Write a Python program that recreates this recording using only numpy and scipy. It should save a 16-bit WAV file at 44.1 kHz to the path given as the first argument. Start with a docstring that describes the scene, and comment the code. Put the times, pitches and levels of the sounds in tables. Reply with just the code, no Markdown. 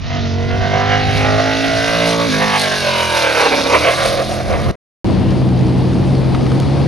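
"""A race car brakes into a hairpin below a rocky bank, changes down and pulls away; wind puffs on the microphone.
After a short silent cut, a car and motorcycles cruise slowly past at close range with a low drone.
Engines are sums of orders with scattered phases; the race car's upper orders pass through pipe resonances.
Gas, wind and road are coloured noise; backfires and stones are noise bursts, pops and stone rings resonances."""
import sys
import numpy as np
from scipy import signal
from scipy.fft import rfft, irfft, next_fast_len
from scipy.io import wavfile
from scipy.ndimage import uniform_filter1d

SR = 44100
rng = np.random.default_rng(int(sys.argv[2]) if len(sys.argv) > 2 else 0)


def bounce(signal):
    """Save signal as a 16-bit WAV file at the path given by the first command-line argument."""
    frames = np.transpose(np.atleast_2d(signal))
    limited = np.clip(frames, -1, 1)
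    pcm = np.round(limited * 32767).astype(np.int16)
    wavfile.write(sys.argv[1], SR, pcm)


def amplitude_ratio(level_db):
    """Convert a level in decibels to the matching linear amplitude (field) ratio."""
    exponent = np.asarray(level_db, float) / 20
    return 10 ** exponent


N = 302967
TIME = np.arange(N) / SR
CONTROL_S = TIME[::16]   # times of the slow controls
CUT_OUT_S, CUT_IN_S = 4.713, 5.0445
HALVES = np.array([[.5], [-.5]])   # splits a left-right difference over the channels

# left-right balance: (time [s], middle L-R [dB], treble L-R [dB])
PAN = [(0, -3.5, -1), (2.4, -3, 0), (4.2, -2.5, -1), (4.71, -1.5, 2), (5.05, 3.5, 4.5), (5.68, 0.5, 2.5),
       (6.87, 3.5, 2.5)]
# how loud the race car arrives: (time [s], pipe level [dB], hiss gain [dB], treble gain [dB])
PASSING = [(0, -45, -42, -64), (.14, -38, -33, -66), (.3, -39, -35, -59), (.44, -35, -38, -51.5),
           (.64, -24.5, -35, -52.5), (1.0, -26.5, -30.5, -45), (1.17, -27.5, -29.5, -35.5),
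           (1.4, -21, -28.5, -40.5), (1.8, -27, -26, -32.5), (1.97, -24.5, -25.5, -30.5),
           (2.25, -25.5, -26.5, -30), (2.52, -28, -26, -28.5), (2.68, -24.5, -25.5, -28.5),
           (3.3, -26, -25, -25.5), (3.6, -25, -24.5, -29.5), (3.8, -22, -25, -25.5),
           (3.93, -25.5, -26.5, -26), (4.12, -21.5, -29, -29.5), (4.45, -28, -36.5, -37),
           (4.71, -28, -36, -36)]


def rms_one(x):
    """Scale to unit power."""
    return x / np.sqrt(np.mean(x ** 2) + 1e-20)


def in_time(rows, t=TIME):
    """Columns of a curve table read at times t."""
    s, *columns = np.transpose(rows)
    return [np.interp(t, s, c) for c in columns]


def at_hz(points, hz):
    """A spectrum read on a log-frequency axis."""
    points_hz, values = np.transpose(points)
    return np.interp(np.log(hz), np.log(points_hz), values)


def smooth(coarse, size):
    """A slow control read at every sample."""
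    return uniform_filter1d(np.repeat(coarse, 16, axis=-1), size=16, axis=-1)[..., :size]


def drift(rate_hz, size=N, step=40):
    """Slow chance: noise twice through a one-pole low-pass, spread 1."""
    r = np.exp(-2 * np.pi * step * rate_hz / SR)
    noise = rng.standard_normal(N // step + 2002)
    slow = signal.lfilter([1], [1, -2 * r, r * r], noise)[2000:]   # skip the start-up
    return np.interp(np.linspace(0, N / step, size), np.arange(len(slow)), rms_one(slow))


def coarse_drift(rate_hz, count):
    """Slow chance at the control rate."""
    return drift(rate_hz, size=N // 16 + 1)[:count]


def orders(turns, levels_db, scatter, flutter_db, lead_rad):
    """One partial per engine order; uneven firing scatters the phases, the air path shakes the levels."""
    out, size = np.zeros((2, len(turns))), len(turns)
    timing = drift(20, size=N // 16 + 1)   # early or late firing moves all orders together
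    strength = drift(14, size=N // 16 + 1)   # strong and weak firings come in uneven runs
    for order, level_db in levels_db:
        count = len(level_db)
        flutter, jitter, path = [coarse_drift(rate_hz, count) for rate_hz in (5, 28, 3)]
        # high orders feel timing errors most
        jitter = scatter * (.85 * np.sqrt(order / 15) * jitter + .4 * order / 15 * timing[:count])
        apart = (lead_rad + 0.25 * path) * HALVES   # the two ports hear slightly different paths
        # from order 18 up the rasp pulses between the barks; low orders stay out of the pulse
        offset_turns = .45 * max(order - 17, 0)
        offset_turns += rng.normal(0, .06 + (order / 60) ** 2 + .2 * (order < 10))
        phase = smooth(jitter + apart, size) + 2 * np.pi * ((order * turns + offset_turns) % 1)
        shake_db = flutter_db * min(order / 15 + .3, 1.3) * flutter   # low orders hold steadier
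        shake_db = shake_db + 3.0 * (order >= 10) * np.sqrt(scatter) * strength[:count]
        level = smooth(np.sqrt(2) * amplitude_ratio(level_db + shake_db), size)
        out += level * np.sin(phase.astype(np.float32))
    return out


def rush(colour, knots_hz, levels_db, pan_db, patchy_db, pulse):
    """Coloured stereo noise in half-octave bands; band levels follow curves pinned at the knots."""
    # (frequency [Hz], left-right likeness [0 to 1])
    likeness = [(60, 0.27), (130, 0.15), (280, 0.34), (590, 0.52), (1270, 0.86), (2720, 0.96), (5830, 0.81),
                (9000, 0.4), (11500, 1)]
    size = next_fast_len(N)
    hz = np.maximum(np.fft.rfftfreq(size, 1 / SR), 10)
    alike = np.clip(at_hz(likeness, hz), 0, 1)
    mid, side = rfft(rng.standard_normal((2, size))) * amplitude_ratio(at_hz(colour, hz))
    ears = np.sqrt(1 + alike) * mid + np.sqrt(1 - alike) * side * [[1], [-1]]
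    reference = ears[:, (hz > 2000) & (hz < 6000)]   # this band is set to rms 1
    ears = ears / np.sqrt(np.mean(abs(reference) ** 2) * 8000 / size / SR)
    out, together = 0, drift(7.4, size=N // 16 + 1)
    for centre_hz in 32 * 2 ** np.arange(0, 9.1, .5):
        share = np.cos(np.pi * np.clip(np.log2(hz / centre_hz), -.5, .5))
        place = np.interp(np.log(centre_hz), np.log(knots_hz), np.arange(len(knots_hz)))
        low = min(int(place), len(knots_hz) - 2)
        level_db = levels_db[low] + (place - low) * (levels_db[low + 1] - levels_db[low])
        level_db = level_db + patchy_db * (together + 2.0 * drift(14.0, size=len(CONTROL_S)))
        gain = amplitude_ratio(level_db + pan_db[int(centre_hz > 1500)] * HALVES)
        out = out + smooth(gain, N) * irfft(ears * share ** 2, size)[:, :N]
    return out * pulse


def cracks(events, decay_s, low_hz, high_hz):
    """Band-limited noise bursts with a sharp front and exponential decay."""
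    starts = np.full(N, 1e-18)
    s, db = np.transpose(events)
    starts[(s * SR).astype(int)] = amplitude_ratio(db)
    envelope = signal.lfilter([1], [1, -np.exp(-1 / (decay_s * SR))], starts)
    band = signal.butter(3, [low_hz, high_hz], "band", fs=SR, output="sos")
    burst = signal.sosfilt(band, envelope * rng.standard_normal(N))
    return rms_one(burst) * np.sqrt(np.mean(envelope ** 2))


def rings(events, hz, t60_s):
    """Each event sets one two-pole resonance ringing."""
    clicks = np.full(N, 1e-18)
    s, db = np.transpose(events)
    clicks[(s * SR).astype(int)] = amplitude_ratio(db)
    r, w = amplitude_ratio(-60 / (t60_s * SR)), 2 * np.pi * hz / SR
    return signal.lfilter([0, np.sin(w)], [1, -2 * r * np.cos(w), r * r], clicks)


def ripple(pattern, count=100):
    """How far each order stands above or below its neighbours; beyond the table it is left to chance."""
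    db = np.array(pattern)[:, 1].astype(float)
    known = db - uniform_filter1d(db, size=7, mode="nearest")
    return np.append(known, rng.normal(0, 2.2, count - len(db)))


def firing_patterns(coarse):
    """Order ripple as load and heading change; returns a function from order to dB over time."""
    # firing patterns of the cylinders: (order, level [dB])
    behind_rocks = [(1, -11), (2, 0), (3, -8), (4, -19), (5, -6), (6, -16), (7, -20), (8, -7), (9, -19),
                    (10, -8), (11, -12), (12, -16), (13, -10), (14, -5), (15, -5), (16, -14), (17, -21),
                    (18, -19), (19, -17), (20, -19), (21, -17), (22, -21), (23, -21), (24, -14), (25, -20),
                    (26, -15), (27, -17), (28, -21), (29, -21), (30, -15), (31, -19), (32, -15), (33, -20),
                    (34, -21), (35, -15), (36, -21), (37, -20), (38, -16)]
    pulling = [(1, -14), (2, -3), (3, -4), (4, -13), (5, 0), (6, -11), (7, -15), (8, -4), (9, -10),
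               (10, -6), (11, -4), (12, -2), (13, -5), (14, -14), (15, -9), (16, -8), (17, -17), (18, -16),
               (19, -17), (20, -12), (21, -16), (22, -17), (23, -13), (24, -15), (25, -14), (26, -13),
               (27, -14), (28, -10), (29, -16), (30, -16), (31, -18), (32, -18), (33, -18), (34, -18),
               (35, -12), (36, -12), (37, -12), (38, -16)]
    overrun = [(1, -19), (2, -8), (3, -5), (4, -10), (5, -5), (6, -15), (7, -13), (8, -8), (9, -5),
               (10, -9), (11, -8), (12, -4), (13, 0), (14, 0), (15, -5), (16, -7), (17, -5), (18, -12),
               (19, -7), (20, -10), (21, -11), (22, -6), (23, -7), (24, -7), (25, -9), (26, -15), (27, -10),
               (28, -13), (29, -16), (30, -16), (31, -14), (32, -10), (33, -8), (34, -16), (35, -9),
               (36, -10), (37, -13), (38, -13)]
    leaving = [(1, -14), (2, -5), (3, -2), (4, -15), (5, -6), (6, -12), (7, -7), (8, -9), (9, -8),
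               (10, -15), (11, -5), (12, -7), (13, 0), (14, -6), (15, -6), (16, -2), (17, -3), (18, -12),
               (19, -11), (20, -16)]
    # orders that stand out on the overrun: (order, boost [dB])
    whining = [(17, 3), (22, 4), (35, 3)]
    # which pattern holds: (time [s], 0 behind rocks, 1 pulling, 2 overrun, 3 leaving)
    stages = [(1.1, 0), (1.3, 1), (2.26, 1), (2.4, 2), (3.5, 2), (3.85, 3)]
    patterns = np.array([ripple(p) for p in (behind_rocks, pulling, overrun, leaving)])
    patterns[2] += [dict(whining).get(order, 0) for order in range(1, 101)]
    stage = in_time(stages, coarse)[0]
    return lambda order: np.interp(stage, range(4), patterns[:, order - 1])


def race_engine(coarse, speed, uneven, turns):
    """Low orders follow the exhaust beat, the others pass through five pipe resonances."""
    # exhaust pipe as the car turns: (time [s], bark [Hz], growl [Hz], snarl [Hz],
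    # then rasp, growl, snarl, whine above the bark [dB])
    pipe = [(0, 600, 1290, 1950, -3, -1, 0, 2), (.25, 660, 1380, 1880, -8, -3, -4, -3),
            (.45, 630, 1450, 1880, -5, -9, -6, -5.5), (.66, 680, 1500, 1920, -10.5, -9, -7.5, -11.5),
            (.95, 700, 1550, 1950, -1.5, -4, -0.5, -3.5), (1.15, 690, 1560, 2100, -5.5, -6, -2.5, -2),
            (1.4, 660, 1510, 1950, -7.5, -8, -9.5, -12), (1.6, 650, 1480, 1960, -18, -6, -6.5, -6.5),
            (1.8, 650, 1500, 1930, -5.5, -2, -2, -3.5), (2.0, 600, 1520, 2000, -5.5, -7, -7, -4.5),
            (2.2, 520, 1450, 2040, -2.5, -7, -6.5, -10.5), (2.35, 520, 1520, 2240, -8, -2, -3.5, -7),
            (2.44, 820, 1630, 2050, 0.5, -1.5, -1.5, -7), (2.55, 820, 1650, 2080, 3, -1, -2, 1.5),
            (2.64, 640, 1580, 2140, -9, -4, -7, -4), (2.94, 590, 1560, 2150, -4, -9, -9, -5),
            (3.2, 550, 1530, 2280, 0.5, -3, -4, -3.5), (3.45, 530, 1510, 2220, -0.5, -2, -3.5, -4.5),
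            (3.62, 570, 1480, 2260, -2, -6, -5, -6), (3.8, 590, 1570, 2200, -2.5, -7.5, -5.5, -9),
            (3.95, 640, 1550, 2050, -2, -5, -4, -3.5), (4.15, 600, 1590, 2020, -10, -11.5, -12.5, -13),
            (4.71, 560, 1500, 2000, -7.5, -12, -10.5, -15)]
    # centre of the rasp: (time [s], frequency [Hz])
    rasp = [(0, 945), (.45, 950), (.66, 1050), (.9, 1180), (1.3, 1250), (1.6, 1120), (2.5, 1050),
            (3.0, 1020), (3.3, 910), (3.55, 890), (3.75, 1060), (4.1, 1165), (4.71, 1080)]
    # exhaust beat as load and heading change: (time [s], levels of orders 2, 3, 4, 5, 8, 10 [dB])
    beat_levels = [(0, -32.5, -36, -45, -48, -61, -46), (.15, -22, -29, -44, -28, -44.5, -42.5),
                   (.47, -22, -32, -51, -27.5, -34.5, -32), (.72, -21.5, -29.5, -34, -28, -27, -28),
                   (1.0, -21.5, -29, -38, -28, -32.5, -28.5),
                   (1.32, -19.5, -30.5, -35.5, -23.5, -28.5, -33.5),
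                   (1.55, -29, -38, -41.5, -22, -30.5, -34.5), (1.8, -29, -33, -40, -25.5, -29, -34),
                   (2.0, -32.5, -25.5, -34, -29.5, -26.5, -26.5), (2.26, -30, -26, -33, -25.5, -24, -25),
                   (2.3, -33, -27, -28, -20.5, -33, -31), (2.38, -35, -26, -26, -25.5, -32, -28.5),
                   (2.48, -36, -32.5, -26.5, -32.5, -33, -31.5), (2.75, -38.5, -31, -36.5, -29.5, -35, -35),
                   (3.05, -33, -33, -45, -33, -39, -46), (3.3, -40, -36, -47, -41.5, -35.5, -50),
                   (3.42, -43.5, -41, -46, -40, -32.5, -44.5), (3.55, -43, -41, -47, -35, -25, -34),
                   (3.8, -32, -32, -46.5, -39.5, -28.5, -39), (4.0, -40, -30.5, -46, -36.5, -38, -45),
                   (4.33, -33, -30, -41, -32.5, -35.5, -39), (4.71, -26, -29, -32, -32, -31.5, -39)]
    # the orders of those columns
    beat_orders = (2, 3, 4, 5, 8, 10)
    beats = in_time(beat_levels, coarse)
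    pipe_db = in_time(PASSING, coarse)[0]
    bark_hz, growl_hz, snarl_hz, *upper_db = in_time(pipe, coarse)
    centres_hz = [bark_hz, in_time(rasp, coarse)[0], growl_hz, snarl_hz, 2730]   # last: whine
    widths_hz = [230, 325, 320, 480, 930]
    # each resonance swells and sinks by itself
    gains_db = [db + 0.88 * coarse_drift(5.0, len(coarse)) for db in [0] + upper_db]
    pattern_db = firing_patterns(coarse)
    levels = list(zip(beat_orders, beats))
    for order in sorted(set(range(2, 90)) - set(beat_orders)):
        power = 0
        for centre_hz, db, width_hz in zip(centres_hz, gains_db, widths_hz):
            detune = (order * speed - centre_hz) / width_hz * 2
            power = power + amplitude_ratio(2 * (pipe_db + db)) * speed / width_hz / (1 + detune ** 4)
        if order < 10:   # weak low orders hang under the stronger of orders 5 and 8
            power = power + amplitude_ratio(2 * (np.maximum(beats[3], beats[4]) - 9.5))
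        levels.append((order, 10 * np.log10(power) + pattern_db(order)))
    pan_db = in_time(PAN)[0][:len(turns)] * HALVES
    return orders(turns, levels, uneven, flutter_db=2.4, lead_rad=0.85) * amplitude_ratio(pan_db)


def high_order_whines(turns):
    """Thin high whines at fixed multiples of the cycle rate slide with the revs."""
    # (multiple of the cycle rate, time [s], half-length [s], level [dB])
    whines = [(36, 1.75, .4, -34), (43, 1.03, .1, -33), (32.7, 2.72, .15, -30), (35.5, 2.75, .12, -32),
              (35.7, 3.1, .12, -35), (45, 2.68, .12, -35), (58, 3.15, .15, -35), (48.2, 2.92, .15, -33),
              (55.3, 3.04, .22, -32), (61.2, 2.92, .12, -34), (67.6, 3.06, .2, -30), (59.5, 2.85, .1, -33),
              (92.5, 3.12, .2, -35)]
    t, out = TIME[:len(turns)], 0
    for multiple, s, half_s, db in whines:
        swell = amplitude_ratio(db) * np.exp(-((t - s) / half_s) ** 4)
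        out = out + swell * np.sin(2 * np.pi * multiple * turns + .25 * drift(15)[:len(t)])
    return np.sqrt(2) * out


def gas_puffs(turns, uneven):
    """Gas comes in puffs: gain swinging at a few engine orders, with jittered phase."""
    # (order, depth)
    puffs = [(1, .17), (3, .08), (4, .1), (5, .25)]
    size, pulse = len(turns), 1
    for order, depth in puffs:
        jitter = smooth(uneven, size) * drift(28)[:size]
        pulse = pulse + depth * np.cos(2 * np.pi * order * turns + jitter)
    return pulse


def racer():
    """Engine orders and thin high whines run from one integrated speed curve, which also pulses the gas."""
    # race engine: (time [s], cycle rate [1/s], firing unevenness [scale of phase scatter])
    revs = [(0, 44.3, .8), (.12, 48.5, .6), (.28, 45.9, .42), (.47, 47.1, .42), (.92, 51.1, .4),
            (1.11, 51.1, .55), (1.31, 52.3, .33), (1.68, 54.7, .33), (1.99, 56.4, .31), (2.265, 56.7, .33),
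            (2.32, 51, .6), (2.4, 51.6, .35), (2.47, 52, .3), (2.58, 50.8, .4), (2.75, 47.5, .34),
            (3.0, 42.9, .3), (3.08, 42.6, .3), (3.25, 39.3, .4), (3.53, 33.2, 1), (3.61, 33.2, 1.1),
            (3.71, 34.1, 1.3), (3.8, 38.3, 1.3), (3.93, 41.4, 1.1), (4.08, 42, .85), (4.43, 42.9, 1.1),
            (4.71, 41.6, 1.5)]
    coarse = TIME[:int((CUT_OUT_S + .05) * SR):16]
    speed, uneven = in_time(revs, coarse)
    turns = np.cumsum(np.interp(TIME[:16 * len(coarse)], coarse, speed)) / SR
    tone = race_engine(coarse, speed, uneven, turns) + high_order_whines(turns)
    pulse = gas_puffs(turns, uneven)
    rest = N - len(turns)
    return np.pad(tone, ((0, 0), (0, rest))), np.pad(pulse, (0, rest), "edge")


def race_gas(pulse, pan_db):
    """Exhaust rush: coloured noise pulsed by the engine, with brief swells and dips."""
    # (frequency [Hz], relative density [dB])
    colour = [(500, -20), (1050, -20), (1500, -14), (1760, -17), (2200, -12), (2800, -9), (3050, -13),
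              (3400, -6), (3800, -3.5), (5780, -10), (7100, -17), (7440, -68), (7870, -19), (8580, -17),
              (10600, -19), (12000, -24), (12400, -39), (13000, -95)]
    # the rush swells or sinks briefly: (time [s], change [dB])
    surges = [(1.15, 2), (1.8, 1), (2.09, 4), (2.32, 2), (2.61, 4.5), (2.77, 1.8), (3.17, 1.5), (3.28, -2),
              (3.44, 2.5), (3.6, 1), (3.93, 1.5), (4.07, 3), (4.33, 2.5)]
    hiss_db, treble_db = in_time(PASSING, CONTROL_S)[1:]
    surge_db = sum(db * np.exp(-((CONTROL_S - s) / 0.043) ** 2) for s, db in surges)
    levels_db = [hiss_db + surge_db, treble_db + 1.8 * surge_db]   # the treble swells more
    return rush(colour, [6000, 8000], levels_db, pan_db, 0.63, pulse)


def backfires():
    """Exhaust crackle: very short bright noise bursts."""
    # (time [s], level [dB])
    crackles = [(2.5965, -17), (2.6165, -16), (4.0605, -20)]
    return cracks(crackles, 0.0018, 2500, 12000)


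def wind():
    """Lumpy low noise, its own on each microphone port; each gust rises out of the calm and falls back."""
    # (time [s], peak level [dB], time to fall 10 dB [s])
    gusts = [(.06, -23, .12), (.23, -21.5, 0.1), (.6, -20, 0.3), (1.15, -19, 0.3), (1.5, -32, 0.5),
             (1.78, -26, 0.2), (1.93, -30, 0.4), (2.3, -31, 0.3), (2.78, -32, .15), (3.65, -36, .1),
             (4.07, -26, 0.2), (4.32, -27, .12), (4.54, -17, 0.1), (4.71, -16, 0.2)]
    calm_db = -40
    shapes_db = [np.maximum(db - 10 * abs(TIME - s) / fall_s, calm_db) for s, db, fall_s in gusts]
    level_db = np.max(shapes_db, axis=0)
    band = signal.butter(2, [36, 150], "band", fs=SR, output="sos")
    low = signal.sosfilt(band, rng.standard_normal((2, N)))
    return rms_one(low) * amplitude_ratio(level_db + 0.84 * np.array([drift(27.0), drift(30.0)]))


def cruising(curve, pattern, loudest, rough):
    """A slow engine whose orders keep one pattern around the loudest."""
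    start = int(CUT_IN_S * SR) // 16 * 16
    speed, level_db = in_time(curve, TIME[start::16])
    levels = [(order, level_db + db - dict(pattern)[loudest]) for order, db in pattern]
    turns = np.cumsum(np.repeat(speed, 16)[:N - start]) / SR
    tone = orders(turns, levels, rough, flutter_db=1.04, lead_rad=0.16)
    return np.pad(tone, ((0, 0), (start, 0)))


def cruising_car():
    """Slow car engine, set by the level of order 2."""
    # (time [s], cycle rate [1/s], order 2 level [dB])
    curve = [(5.08, 60.4, -23), (5.3, 64.9, -18), (5.69, 62.4, -16), (5.99, 67.2, -20), (6.15, 66.6, -15),
             (6.38, 65.2, -20), (6.53, 65.9, -15), (6.65, 68.2, -19), (6.83, 69.6, -16)]
    # (order, relative level [dB])
    pattern = [(1, -10.5), (2, 2), (3, -13.5), (4, -12.5), (5, -11), (6, -17.5), (7, -16.5), (8, -18.5),
               (9, -51.5), (10, -34)]
    return cruising(curve, pattern, 2, rough=0.4)


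def motorcycle():
    """Slow motorcycle engine, set by the level of order 4."""
    # (time [s], cycle rate [1/s], order 4 level [dB])
    curve = [(5.05, 47.9, -22), (5.3, 48.1, -21), (5.4, 46.3, -27), (5.53, 45.9, -21), (5.75, 45.2, -25),
             (6.01, 48, -20), (6.2, 44.4, -28), (6.33, 44.1, -23), (6.42, 44.7, -29), (6.87, 42.7, -30)]
    # (order, relative level [dB])
    pattern = [(1, -9.5), (2, 2), (3, -11), (4, 5.5), (5, -3), (6, -8.5), (7, -10), (8, -14), (9, -19),
               (10, -11)]
    return cruising(curve, pattern, 4, rough=0.5)


def pops():
    """Loud motorcycle exhaust pops, and small ones at random; each rings the pipe and an overtone."""
    # (time [s], level [dB])
    loud_pops = [(5.1, -11), (5.1725, -17), (5.2195, -19), (5.249, -24), (5.418, -17), (5.818, -22),
                 (6.505, -18)]
    pipe_hz, t60_s, pops_per_s = 560, 0.019, 40
    chance = rng.random((int(pops_per_s * 1.8), 2))
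    small = np.c_[CUT_IN_S + 1.8 * chance[:, 0], -31 + 10 * chance[:, 1]]
    events = np.r_[loud_pops, small]
    return rings(events, pipe_hz, t60_s) + amplitude_ratio(-6.5) * rings(events, 1.8 * pipe_hz, 0.55 * t60_s)


def gravel():
    """Stones under the tyres: a noise burst and a short ring each."""
    # (time [s], level [dB])
    stones = [(5.109, -35), (6.244, -31), (6.3479, -23.5), (6.41, -30.5), (6.432, -32), (6.4646, -27),
              (6.5175, -26.5), (6.6204, -31), (6.632, -29.5), (6.686, -32)]
    return cracks(stones, 0.0036, 900, 4400) + amplitude_ratio(5.0) * rings(stones, 1250, 0.027)


def grit():
    """Small stones tick under the tyres at random."""
    ticks_per_s = 30
    chance = rng.random((int(ticks_per_s * 1.8), 2))
    events = np.c_[CUT_IN_S + 1.8 * chance[:, 0], -40 + 8.0 * chance[:, 1]]
    return cracks(events, .002, 1200, 5500)


def snap():
    """One bright snap: a sub-millisecond decay of wide-band noise."""
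    # (time [s], level [dB])
    snaps = [(6.6008, -17)]
    return cracks(snaps, 0.00066, 500, 9000)


def slow_traffic(pan_db):
    """Low drone and road hiss as steady coloured noise."""
    # (time [s], rumble gain [dB], hiss gain [dB], treble gain [dB])
    gains = [(5.05, -33.5, -39, -31.5), (5.4, -35.5, -39.5, -30.5), (6.5, -35, -39, -28),
             (6.87, -34.5, -36, -29)]
    # (frequency [Hz], relative density [dB])
    colour = [(15, -52), (25, -23.5), (137, -6), (173, -10), (333, -11.5), (421, -22), (769, -22),
              (1370, -35.5), (4550, -38.5), (5910, -50), (7280, -59), (9710, -62), (11100, -65.5),
              (12000, -83), (13000, -115), (16800, -145), (22000, -120)]
    return rush(colour, [500, 5000, 8000], in_time(gains, CONTROL_S), pan_db, 0.44, 1)


def scene():
    """Two views joined by a hard cut with silence between."""
    pan_db = in_time(PAN, CONTROL_S)
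    tone, pulse = racer()
    hairpin = tone + race_gas(pulse, pan_db) + backfires() + wind()
    parade = cruising_car() + motorcycle() + pops() + gravel() + grit() + snap() + slow_traffic(pan_db)
    after_s = np.maximum(TIME - CUT_OUT_S, 0)
    tail = amplitude_ratio(-14.0 - 260.0 * after_s) * (after_s < .042)   # a faint tail lingers after the cut
    fade = np.where(after_s > 0, tail, 1)
    return hairpin * fade + parade * (TIME >= CUT_IN_S)


def top_cut(x):
    """Nothing passes above the cut-off."""
    return signal.sosfilt(signal.butter(12, 13100, fs=SR, output="sos"), x)


def record(dry):
    """A narrow gap is cut in the treble, peaks are gently rounded and the top is cut."""
    gap = signal.butter(2, [7200, 7850], "stop", fs=SR, output="sos")
    rounded = 1.68 * np.tanh(signal.sosfilt(gap, dry) / 1.509)
    top = signal.cheby2(16, 50, 12900, fs=SR, output="sos")
    mix = signal.sosfilt(top, rounded)
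    return top_cut(mix)


dry = scene()
out = record(dry)
bounce(out)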